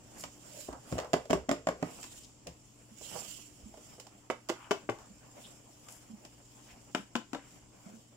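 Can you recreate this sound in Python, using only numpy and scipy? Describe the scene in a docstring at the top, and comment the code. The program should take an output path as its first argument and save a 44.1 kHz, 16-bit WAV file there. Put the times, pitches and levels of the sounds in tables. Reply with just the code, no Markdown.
"""A quiet room, a stereo microphone close to two small cardboard boxes, fingernails drumming on them.
First come rolls on the big box: noise clicks over decaying board modes, with a short room tail.
About two seconds in, the hands slide and rustle (shaped noise) and move to the small box for faint touches.
Firmer taps follow on its side; after more rustling, the last few land on its front face.
Soft room noise and a low wavering hum lie underneath throughout."""
import sys
import numpy as np
from scipy import signal
from scipy.fft import rfft, irfft, next_fast_len
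from scipy.io import wavfile
from scipy.ndimage import uniform_filter1d, map_coordinates

SR = 44100
rng = np.random.default_rng(int(sys.argv[2]) if len(sys.argv) > 2 else 0)


def unload_wav(signal):
    """Save mono or channel-first audio to the path in sys.argv[1] as 16-bit WAV at rate SR, clipped to [-1, 1]."""
    wavfile.write(
        sys.argv[1],
        SR,
        np.round(np.clip(np.atleast_2d(signal).T, -1, 1) * 32767).astype(np.int16),
    )


N = 359856  # samples


def amp(db):
    """Decibels to linear amplitude."""
    return 10 ** (np.asarray(db) / 20)


def unit(x):
    """Scale to an rms of 1."""
    return x / np.sqrt(np.mean(x ** 2) + 1e-20)


def along(points, hz):
    """Read a curve of (hz, value) points on a log frequency axis."""
    f, v = np.transpose(points)
    return np.interp(np.log(hz + 1), np.log(f + 1), v)


def wobble(rate):
    """A smooth random curve with rate knots a second."""
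    knots = rng.standard_normal(int(N * rate / SR) + 4)
    return map_coordinates(knots, [np.arange(N) * rate / SR])


def filtered(x, response):
    """Shape the spectrum of x by a response of frequency."""
    m = next_fast_len(x.shape[-1] + 8192)
    return irfft(rfft(x, m) * response(np.fft.rfftfreq(m, 1 / SR)), m)[..., :x.shape[-1]]


def rush(spectrum, alike, grain_db, patchy_db):
    """Stereo noise of rms 1: grain_db makes short bursts stand out, patchy_db lets narrow bands come and go."""
    z = signal.stft(rng.standard_normal((2, N)), nperseg=512)[2]
    field = uniform_filter1d(rng.standard_normal(z.shape[1:]), size=4, axis=0)
    field = uniform_filter1d(field, size=9, axis=1)
    patchy = signal.istft(z * amp(patchy_db * unit(field)), nperseg=512)[1][:, :N]
    pair = patchy * amp(grain_db * wobble(400))
    # the angle between mid and side sets how alike left and right are
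    turn = lambda hz: np.arccos(np.clip(along(alike, hz), -1, 1)) / 2
    mid, side = filtered(pair, lambda hz: amp(along(spectrum, hz)) * [np.cos(turn(hz)), np.sin(turn(hz))])
    return unit(np.array([mid + side, mid - side]))


def plateau(start, length, rise, fall):
    """0 dB while a movement lasts, with a sloped rise before and fall after, in dB a second."""
    t = np.arange(N) / SR
    return -rise * np.maximum(start - t, 0) - fall * np.maximum(t - start - length, 0)


SWAP_S, FRONT_S = 2.8, 5.5  # the hands move to the small box, then the fingers go round to its front face
# Nail and finger contacts: start_s, knock_db, click_db (over the knock), edge_db (over the panel),
# left_right_db, panel_pitch_hz, edge_pitch_hz
CONTACTS = [(0.238, -32, 4.5, 8, -3, 231, 780), (0.687, -27, -30, -3.5, -3, 370, 660),
            (0.728, -38, 1.5, -5, -4, 260, 866), (0.917, -37, -3, -6, -6, 190, 560),
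            (0.925, -21, -7.5, -13, -2, 173, 592), (0.954, -30, -18, -5, 0, 260, 610),
            (0.971, -32, -17, 6, -3, 450, 680), (0.982, -25.5, 1.5, 18, 2.5, 410, 600),
            (0.988, -21, -2.5, 13, -3, 450, 577), (1.0, -32, 3, 3, 2, 450, 516),
            (1.046, -34.5, -5, 14, -5, 413, 627), (1.133, -18, 2.5, 7, -1.5, 383, 600),
            (1.139, -10, -5.5, 0, -3, 371, 698), (1.162, -25.5, -17, -6, -7, 427, 700),
            (1.255, -36, -5, 5, -5, 400, 614), (1.298, -28, -6, 20, -3, 240, 685),
            (1.304, -18.5, -4, -8.5, 5, 250, 645), (1.308, -16.5, -4.5, -4, -10, 260, 610),
            (1.331, -11, -3.5, -0.5, -0.5, 387, 613), (1.337, -20, -4.5, -5, -6, 192, 608),
            (1.372, -30, -11, 3, -2, 408, 605), (1.488, -25, -15, -7, 4, 280, 684),
            (1.492, -15, -5.5, 3.5, -5.5, 280, 675), (1.514, -15.5, -0.5, -2.5, -2, 276, 598),
            (1.671, -14.5, -5.5, 9, -1.5, 300, 650), (1.688, -16, -6.5, 5, -0.5, 265, 597),
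            (1.827, -17.5, -7.5, -3.5, -5, 280, 677), (2.029, -51.5, 21.5, -1, -1, 307.5, 1090),
            (2.04, -42.5, 12, 3, 2, 260, 1020), (2.47, -42, 12, -20, 0.5, 156, 585),
            (3.01, -45, -13, -6, -16, 160, 580), (3.156, -33.5, -21, 13, -7, 410, 597),
            (3.219, -41, -12, 7, -7, 350, 700), (3.74, -42, -8, 8, -6, 260, 685),
            (3.773, -44, -4, 5, -3, 342.5, 570), (3.982, -45, -21, 6, -6, 390, 495),
            (3.999, -51.5, 19.5, 8, -5, 290, 590), (4.068, -45.5, 5.5, 7, -3, 240, 784),
            (4.301, -19, -9.5, 5, -5, 357, 499), (4.309, -35, 5, 7, -0.5, 374, 481),
            (4.488, -43.5, 17.5, 18, -2, 360, 683), (4.494, -25.5, 5, 22, -6, 360, 695),
            (4.499, -19.5, -2, -3, -4.5, 358, 492), (4.71, -16.5, -2, -3, 8.5, 325, 670),
            (4.715, -13.5, -2, -1, -0.5, 367, 671), (4.891, -19.5, -42, -1.5, 4, 347, 585),
            (4.897, -32, 6, -15, 4, 350, 590), (4.986, -44.5, 1.5, 0, 1, 221.3, 890),
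            (5.886, -47, 13, 15, 0.5, 240, 1250), (6.25, -47.5, 11, 5, 1, 294, 707),
            (6.949, -16.5, -3.5, 1, 4.5, 255, 716), (7.154, -18.5, -6, 3.5, 4.5, 255, 585),
            (7.163, -29.5, 6, -17, 1, 250, 570), (7.332, -27.5, 1, 3, 6.5, 281, 585),
            (7.348, -25.5, -7, 10.5, 3, 259, 592)]


def taps():
    """Each contact is a board ring plus a nail click, reaching the two ports at slightly different times."""
    out, t = np.zeros((2, N + SR)), np.arange(SR // 4) / SR
    for s, db, click_db, edge_db, pan_db, panel_hz, edge_hz in CONTACTS:
        face = int(s > SWAP_S) + int(s > FRONT_S)
        ring = box_ring(t, face, db, edge_db, panel_hz, edge_hz)
        snap = nail_click(t, db)
        sound = ring / np.abs(ring).max() + amp(click_db) * snap / np.abs(snap).max()
        lead = 4 if s < SWAP_S else -2  # half the samples by which the left port hears it first
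        for side, sign in enumerate((1, -1)):
            first = round(s * SR) - 20 - sign * lead
            out[side, first:][:len(t)] += amp(db + sign * pan_db / 2) * sound[side]
    return out[:, :N]


FIRM_DB = -17.5  # contacts below this knock level sound softer
PANEL_HZ = 450  # modes from here up belong to the edges and flaps
NEAR_PANEL_DB, NEAR_EDGE_DB = 10, 5.5  # loss per octave away from the struck spot's pitch
UNDER_EDGE_DB = 20.5  # extra loss per octave below the edge pitch
SOFT_DULLS = 0.39  # extra loss above the edge pitch, dB per dB below FIRM_DB at one octave or more
PULL_OCTAVES = .16  # the grip bends modes within about this reach towards the struck spot's pitch
HOLLOW_HZ, HOLLOW_LEAN_DB = 375, 2  # the big box's hollow speaks to the left
# Corner below which each face radiates little: hz for big box, small box side, small box front
FACE_CORNERS = [38.8, 135, 145.6]
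# Board modes of the big box: pitch_hz, level_db, t60_s
BIG_BOX_MODES = [(67.4, 11, 0.47), (123, -3, 0.22), (179, 8, 0.1), (256, -2.5, 0.2), (291, 14, 0.053),
                 (358, 6.5, 0.12), (417, 13.5, 0.048), (479.5, -2.5, 0.53), (597, 18, 0.034),
                 (676, 12, 0.036), (894, -2, 0.12), (1080, 12, 0.039), (1446, 13.5, 0.021),
                 (1964, 10.5, 0.026)]
# Board modes of the small box's side: pitch_hz, level_db, t60_s
SMALL_SIDE_MODES = [(303, -1, 0.081), (369, -1.5, 0.074), (400, 11, 0.049), (485, 1.5, 0.12),
                    (640, 11, 0.034), (787, 5, 0.055), (988, 3, 0.068), (1158, 11.5, 0.016),
                    (1406, 3, 0.052), (2070, 4.5, 0.036), (2540, -4, 0.048), (3032, -5, 0.061)]
# Board modes of the small box's front: pitch_hz, level_db, t60_s
SMALL_FRONT_MODES = [(255, -3.5, 0.13), (298, 7.5, 0.044), (360, -2, 0.056), (495, -10, 0.1),
                     (613, -4, 0.065), (726, 2.5, 0.038), (866, -4, 0.038), (1023, -1, 0.056),
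                     (1366, 11, 0.02), (1525, 11, 0.0087), (1937, -4, 0.042), (2460, 9, 0.012),
                     (2880, 2, 0.024), (3760, -3, 0.042)]


def box_ring(t, face, db, edge_db, panel_hz, edge_hz):
    """A contact wakes most the panel and edge modes nearest in pitch to the struck spot; they decay as sines."""
    modes = (BIG_BOX_MODES, SMALL_SIDE_MODES, SMALL_FRONT_MODES)[face]
    hz, level, t60 = np.transpose(modes)[..., None]
    # stiff board crowds its upper modes: each has a weaker neighbour
    high = hz[:, 0] > 700
    hz = np.r_[hz, hz[high] * 2 ** rng.uniform(.08, .25, hz[high].shape)]
    level, t60 = np.r_[level, level[high] - 3], np.r_[t60, t60[high]]

    level_luck, lean_luck, pitch_luck, phase_luck = rng.standard_normal((4, len(hz), 1))
    softness = max(FIRM_DB - db, 0)
    edge = hz >= PANEL_HZ
    away = np.log2(hz / np.where(edge, edge_hz, panel_hz))  # octaves
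    # soft fingers barely wake the far modes
    edge_near_db = edge_db - NEAR_EDGE_DB * np.minimum(np.abs(away), 1.04 + softness / 9)
    near_db = np.where(edge, edge_near_db, -NEAR_PANEL_DB * np.abs(away))
    dulling_db = UNDER_EDGE_DB * np.maximum(-away - .1, 0) + SOFT_DULLS * softness * np.clip(away, 0, 1)
    near_db = near_db - edge * dulling_db
    hz = hz * 2 ** (-away * np.exp(-(away / PULL_OCTAVES) ** 2))

    # each mode radiates unevenly to the two sides
    hollow = (face == 0) * np.exp(-(np.log2(hz / HOLLOW_HZ) / 0.23) ** 2)
    lean_db = (1.44 * lean_luck + HOLLOW_LEAN_DB * hollow) * [[[1]], [[-1]]]
    # the finger damps the first swings fast
    blow = amp(-60 * t / t60) + 8.0 * amp(-60 * t / (0.74 * t60))
    # uneven board smears each pitch as it rings on
    wander = np.minimum(t / .03, 1) * rng.standard_normal((len(hz), len(t)))
    blur = .004 * np.sqrt(hz) * np.cumsum(wander, axis=1)
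    # the grip detunes the board
    swing = np.sin(2 * np.pi * hz * (1 + .008 * pitch_luck) * t + blur + .25 * phase_luck)
    ring = (amp(level + near_db + 1.02 * level_luck + lean_db) * blow * swing).sum(1)
    # gentle contacts bite more slowly
    ring = ring * (1 - np.exp(-t / (.0009 * amp(-(db + 15) / 3))))

    # the loose toy inside knocks back: sparse, fading and duller
    jolts = rng.standard_normal(len(t)) * (rng.random(len(t)) < 500 / SR) * amp(-17 - 60 * t / .14)
    rattle = signal.fftconvolve(ring, jolts[None], axes=1)[:, :len(t)]
    ring = ring + filtered(rattle, lambda f: 900 / (900 + 1j * f))
    return filtered(ring, lambda f: (1j * f / (FACE_CORNERS[face] + 1j * f)) ** 2)


SOFTER_DB_PER_OCTAVE = 9  # below FIRM_DB, the click's low cut rises an octave per this many dB
# Nail click spectrum: pitch_hz, density_db (per Hz)
CLICK_SPECTRUM = [(880, 3), (1500, -3.5), (3000, -6), (7000, -9), (12000, -22), (16500, -14.5)]


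def nail_click(t, db):
    """A noise spike and a short hiss; gentler contacts start more slowly and click thinner."""
    crack = amp(-60 * t / .013) + .16 * amp(-60 * t / .12)
    onset = 1 - np.exp(-t / (0.00026 * amp(-(db + 17) / 2)))
    snap = rng.standard_normal((2, len(t))) * crack * onset
    thin_hz = 600 * 2 ** (max(FIRM_DB - db, 0) / SOFTER_DB_PER_OCTAVE)
    return filtered(snap, lambda f: amp(along(CLICK_SPECTRUM, f)) * 1j * f / (thin_hz + 1j * f))


PORT_LAG = 24  # samples by which low pushes reach the left port late
# Soft pushes and set-downs that flex a panel: start_s, level_db, pitch_hz, t60_s
PUSHES = [(0.688, -36, 60.4, 0.2), (0.79, -43, 135, 0.068), (0.94, -40, 75, 0.3),
          (2.912, -40, 220.5, 0.077), (3.151, -36, 170, 0.067), (3.657, -33.5, 213, 0.078),
          (6.99, -34.5, 200, 0.11), (1.3, -25, 93, 0.07), (2.2, -50, 118, 0.05), (3.631, -34.5, 62, 0.11),
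          (5.1, -39, 197, 0.072), (4.891, -30, 107, 0.084), (6.097, -38, 225.4, 0.19),
          (6.132, -34.5, 206, 0.098), (7.861, -32.5, 203, 0.11), (7.935, -36, 217, 0.1)]


def presses():
    """A soft push swells one low mode, a decaying sine without a click."""
    out, t = np.zeros(N + SR), np.arange(SR // 3) / SR
    for s, db, hz, t60 in PUSHES:
        swell = amp(db - 60 * t / t60) * (1 - np.exp(-t / 0.0072))
        out[round(s * SR):][:len(t)] += swell * np.sin(2 * np.pi * hz * t)
    return np.array([amp(-4.5) * out[:N], amp(2.6) * out[PORT_LAG:][:N]])


# Short finger scuffs: middle_s, length_s, level_db, centre_hz, width_octaves, left_right_db
FINGER_SCUFFS = [(0.21, 0.055, -47.5, 8500, 1, -3), (0.74, 0.083, -48, 800, 0.79, -3),
                 (1.028, 0.1, -46, 810, 0.96, -2), (5.005, 0.12, -56.5, 820, 1, 0),
                 (0.57, 0.11, -53.5, 578, 0.19, 1), (2.242, 0.027, -52.5, 5100, 1, 6),
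                 (2.477, 0.02, -42, 560, 0.46, 2), (4.616, 0.22, -55.5, 1080, 0.6, 0),
                 (4.635, 0.096, -61, 2580, 0.46, 10.5), (5.451, 0.03, -52.5, 3500, 0.24, 1),
                 (6.705, 0.06, -58.5, 2150, 1, 0), (7.422, .16, -63, 1700, 1, 2),
                 (5.879, 0.033, -61, 1200, 0.08, 2), (2.014, 0.0027, -42, 7000, 0.95, 2),
                 (3.15, 0.027, -48, 610, .5, -6), (3.072, 0.076, -56.5, 3100, 0.17, -7),
                 (3.322, 0.25, -62, 2950, 0.17, -12), (5.926, 0.1, -53, 9000, 1, 7),
                 (7.873, 0.055, -59, 680, 0.17, 4)]


def scuffs():
    """A fingertip drags briefly: grainy noise in one band that swells and fades."""
    out, t = np.zeros((2, N + SR)), np.arange(SR // 2) / SR - .25
    for s, length, db, hz, octaves, pan_db in FINGER_SCUFFS:
        # grains of a millisecond or two
        grain_db = 3.5 * np.repeat(rng.standard_normal(len(t)), SR // 600)[:len(t)]
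        grit = rng.standard_normal((3, len(t))) * amp(grain_db)
        # one shared noise plus one for each side
        bell = lambda f: np.exp(-(np.log2((f + 1) / hz) / octaves) ** 2)
        band = unit(filtered(grit[1:] + grit[0], bell))
        swell = amp([[db + pan_db / 2], [db - pan_db / 2]]) * np.exp(-(2 * t / length) ** 2)
        out[:, round(s * SR):][:, :len(t)] += band * swell
    return out[:, SR // 4:][:, :N]


GRIP_SKIN_DB, GRIP_BOARD_DB = -62.5, -64.5  # the fingers shift a little on a held box
STILL_DB, SETTLE_DB_PER_S = -4.5, 173  # how far the grip noise drops at rest, and the slope steepness
# The gripping hand rests: start_s, end_s
GRIP_RESTS = [(1.45, 2.4), (2.3, 2.5), (4.28, 4.5), (7.05, 8.44)]
# Hands and boxes slide: start_s, length_s, rise_db_per_s, fall_db_per_s, skin_db, board_db, left_right_db
HAND_SLIDES = [(0.174, 0.07, 121, 200, -52.5, -53.5, -3), (0.58, 0.095, 56, 300, -48.5, -60.5, -6),
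               (0.911, 0.04, 148, 192, -50, -51.5, -3), (1.897, 0.017, 159, 137, -51.5, -49.5, -3),
               (1.997, 0.23, 80, 211, -51, -64.5, -1), (3.037, 0.3, 170, 71, -45.5, -78, -7.5),
               (3.114, 0.13, 148, 150, -68, -57.5, -5.5), (3.82, 0.14, 98, 193, -59.5, -77, -3.5),
               (5.418, 0.088, 108, 145, -54, -61, 0), (5.735, 0.31, 150, 182, -60, -90, 2),
               (6.519, 0.2, 150, 190, -61, -90, 3), (6.965, 0.033, 152, 190, -57, -69, -6),
               (7.49, 0.073, 152, 190, -59.5, -66.5, 2), (7.834, 0.16, 142, 190, -61, -63, 2)]
# Skin rustle spectrum: pitch_hz, density_db (per Hz)
SKIN_SPECTRUM = [(880, -20), (1800, -19.5), (3000, -10), (5000, -9.5), (7300, -5.5), (12000, -13.5),
                 (15800, -9.5)]
# Board scrape spectrum: pitch_hz, density_db (per Hz)
BOARD_SPECTRUM = [(35, -69), (60, -18), (160, -3.5), (463, -8), (568, -5), (695, -8), (1750, -18),
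                  (2500, -18), (3250, -24), (5500, -120)]


def handling():
    """Skin rustles over the glossy faces and the board scrapes on the table: two patchy noises."""
    still = sum(amp(plateau(a, b - a, SETTLE_DB_PER_S, SETTLE_DB_PER_S)) for a, b in GRIP_RESTS)
    grip = amp(STILL_DB * np.minimum(still, 1)) ** 2
    skin_power = amp(GRIP_SKIN_DB) ** 2 * grip * np.ones((2, 1))
    board_power = amp(GRIP_BOARD_DB) ** 2 * grip * np.ones((2, 1))
    for s, length, rise, fall, skin_db, board_db, pan_db in HAND_SLIDES:
        sides_db = np.array([[pan_db / 2], [-pan_db / 2]])
        shape = amp(plateau(s, length, rise, fall) + sides_db) ** 2
        skin_power = skin_power + amp(skin_db) ** 2 * shape
        board_power = board_power + amp(board_db) ** 2 * shape
    skin_uneven_db = 1.2 * wobble(70) + .7 * wobble(12)
    skin = rush(SKIN_SPECTRUM, [(2000, 0.04), (10000, 0.018)], grain_db=0.55, patchy_db=2.5)
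    skin = amp(skin_uneven_db) * skin
    board_uneven_db = 2.8 * wobble(30) + 1.5 * wobble(8)
    board = rush(BOARD_SPECTRUM, [(100, 0.71), (2000, 0.027)], grain_db=1.0, patchy_db=2.5)
    board = amp(board_uneven_db) * board
    return np.sqrt(skin_power) * skin + np.sqrt(board_power) * board


# Decay of the room: pitch_hz, t60_s
ROOM_DECAY = [(100, 0.15), (700, 0.19), (2000, 0.25), (5000, 0.25), (12000, 0.19)]


def room(x):
    """Each frequency of the room's answer dies at its own speed; the tail is new every third of a second."""
    out, step = np.zeros((2, N + SR)), SR // 3
    for i in range(0, N, step):
        hz, t, z = signal.stft(rng.standard_normal((2, step)), SR, nperseg=256)
        alike = 1 / (1 + (hz[:, None] / 900) ** 2)  # long waves reach both ports alike
        z[1] = alike * z[0] + np.sqrt(1 - alike ** 2) * z[1]
        decay = amp(-60 * t / along(ROOM_DECAY, hz)[:, None])
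        tail = signal.istft(z * decay, SR, nperseg=256)[1]
        wet = signal.fftconvolve(x[:, i:i + step], tail / np.linalg.norm(tail[0]), axes=1)
        out[:, i + 200:][:, :wet.shape[1]] += wet  # the answer starts 200 samples late
    return out[:, :N]


AIR_DB = -58  # room noise level before its slow drift
# Room noise spectrum: pitch_hz, density_db (per Hz)
AIR_SPECTRUM = [(25, 8.5), (70, -0.5), (150, -4.5), (291, -2.5), (500, -15.5), (800, -16), (1700, -27.5),
                (2800, -23.5), (5000, -22), (7400, -16), (10800, -36), (15800, -54)]
# Likeness of room noise at the two ports: pitch_hz, correlation (no unit)
AIR_LIKENESS = [(60, .8), (250, .75), (1000, .3), (4000, .05), (15000, .05)]
# Partials of the hum: pitch_hz, level_db, waver_db
HUM_PARTIALS = [(59, -72.5, 3), (119, -61.5, 1), (226, -72, 2.5), (297, -68.5, 2)]


def background():
    """Drifting room noise and the hum of a distant appliance, sines that waver in pitch and level."""
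    drift_db = 1.8 * wobble(2.4)
    sound = amp(AIR_DB + drift_db) * rush(AIR_SPECTRUM, AIR_LIKENESS, grain_db=0.5, patchy_db=1.1)
    for hz, db, waver_db in HUM_PARTIALS:
        level = amp(db + waver_db * wobble(5.5))
        turns = np.cumsum(hz * (1 + 0.00594 * wobble(5.2))) / SR
        sound = sound + level * np.sin(2 * np.pi * turns)
    return sound


def scene():
    """Knocks with their room tail, over handling and the quiet room."""
    knocks = taps() + presses() + scuffs()
    return knocks + amp(-7.5) * room(knocks) + handling() + background()


TOP_HZ = 15800  # nothing is kept from here up
# Capsule and housing colour: pitch_hz, level_db
MIC_COLOUR = [(2200, -0.5), (3000, 1.5), (4000, -6.5), (5300, 1.5), (6200, -2.5), (6800, 0), (7300, 5),
              (7900, -1), (8600, -3.5), (11000, -5.5), (14700, -8), (15800, -12)]


def record(dry):
    """Microphone colour and bass roll-off, gain control that ducks after loud knocks, then the band limit."""
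    # the right port is brighter
    tilt_db = lambda hz: .5 * np.log2((hz + 200) / 2000) * np.array([[-.8], [.8]])
    bass_cut = lambda hz: (1j * hz / (45 + 1j * hz)) ** 2
    heard = filtered(dry, lambda hz: bass_cut(hz) * amp(along(MIC_COLOUR, hz) + tilt_db(hz)))
    keep = np.exp(-1 / (.12 * SR))  # the meter forgets within about a tenth of a second
    power = signal.lfilter([1 - keep], [1, -keep], (heard ** 2).mean(0))
    ducked = heard * (1 + power / amp(-38.0) ** 2) ** -.1
    return filtered(ducked, lambda hz: hz < TOP_HZ)


dry = scene()
out = record(dry)
unload_wav(out)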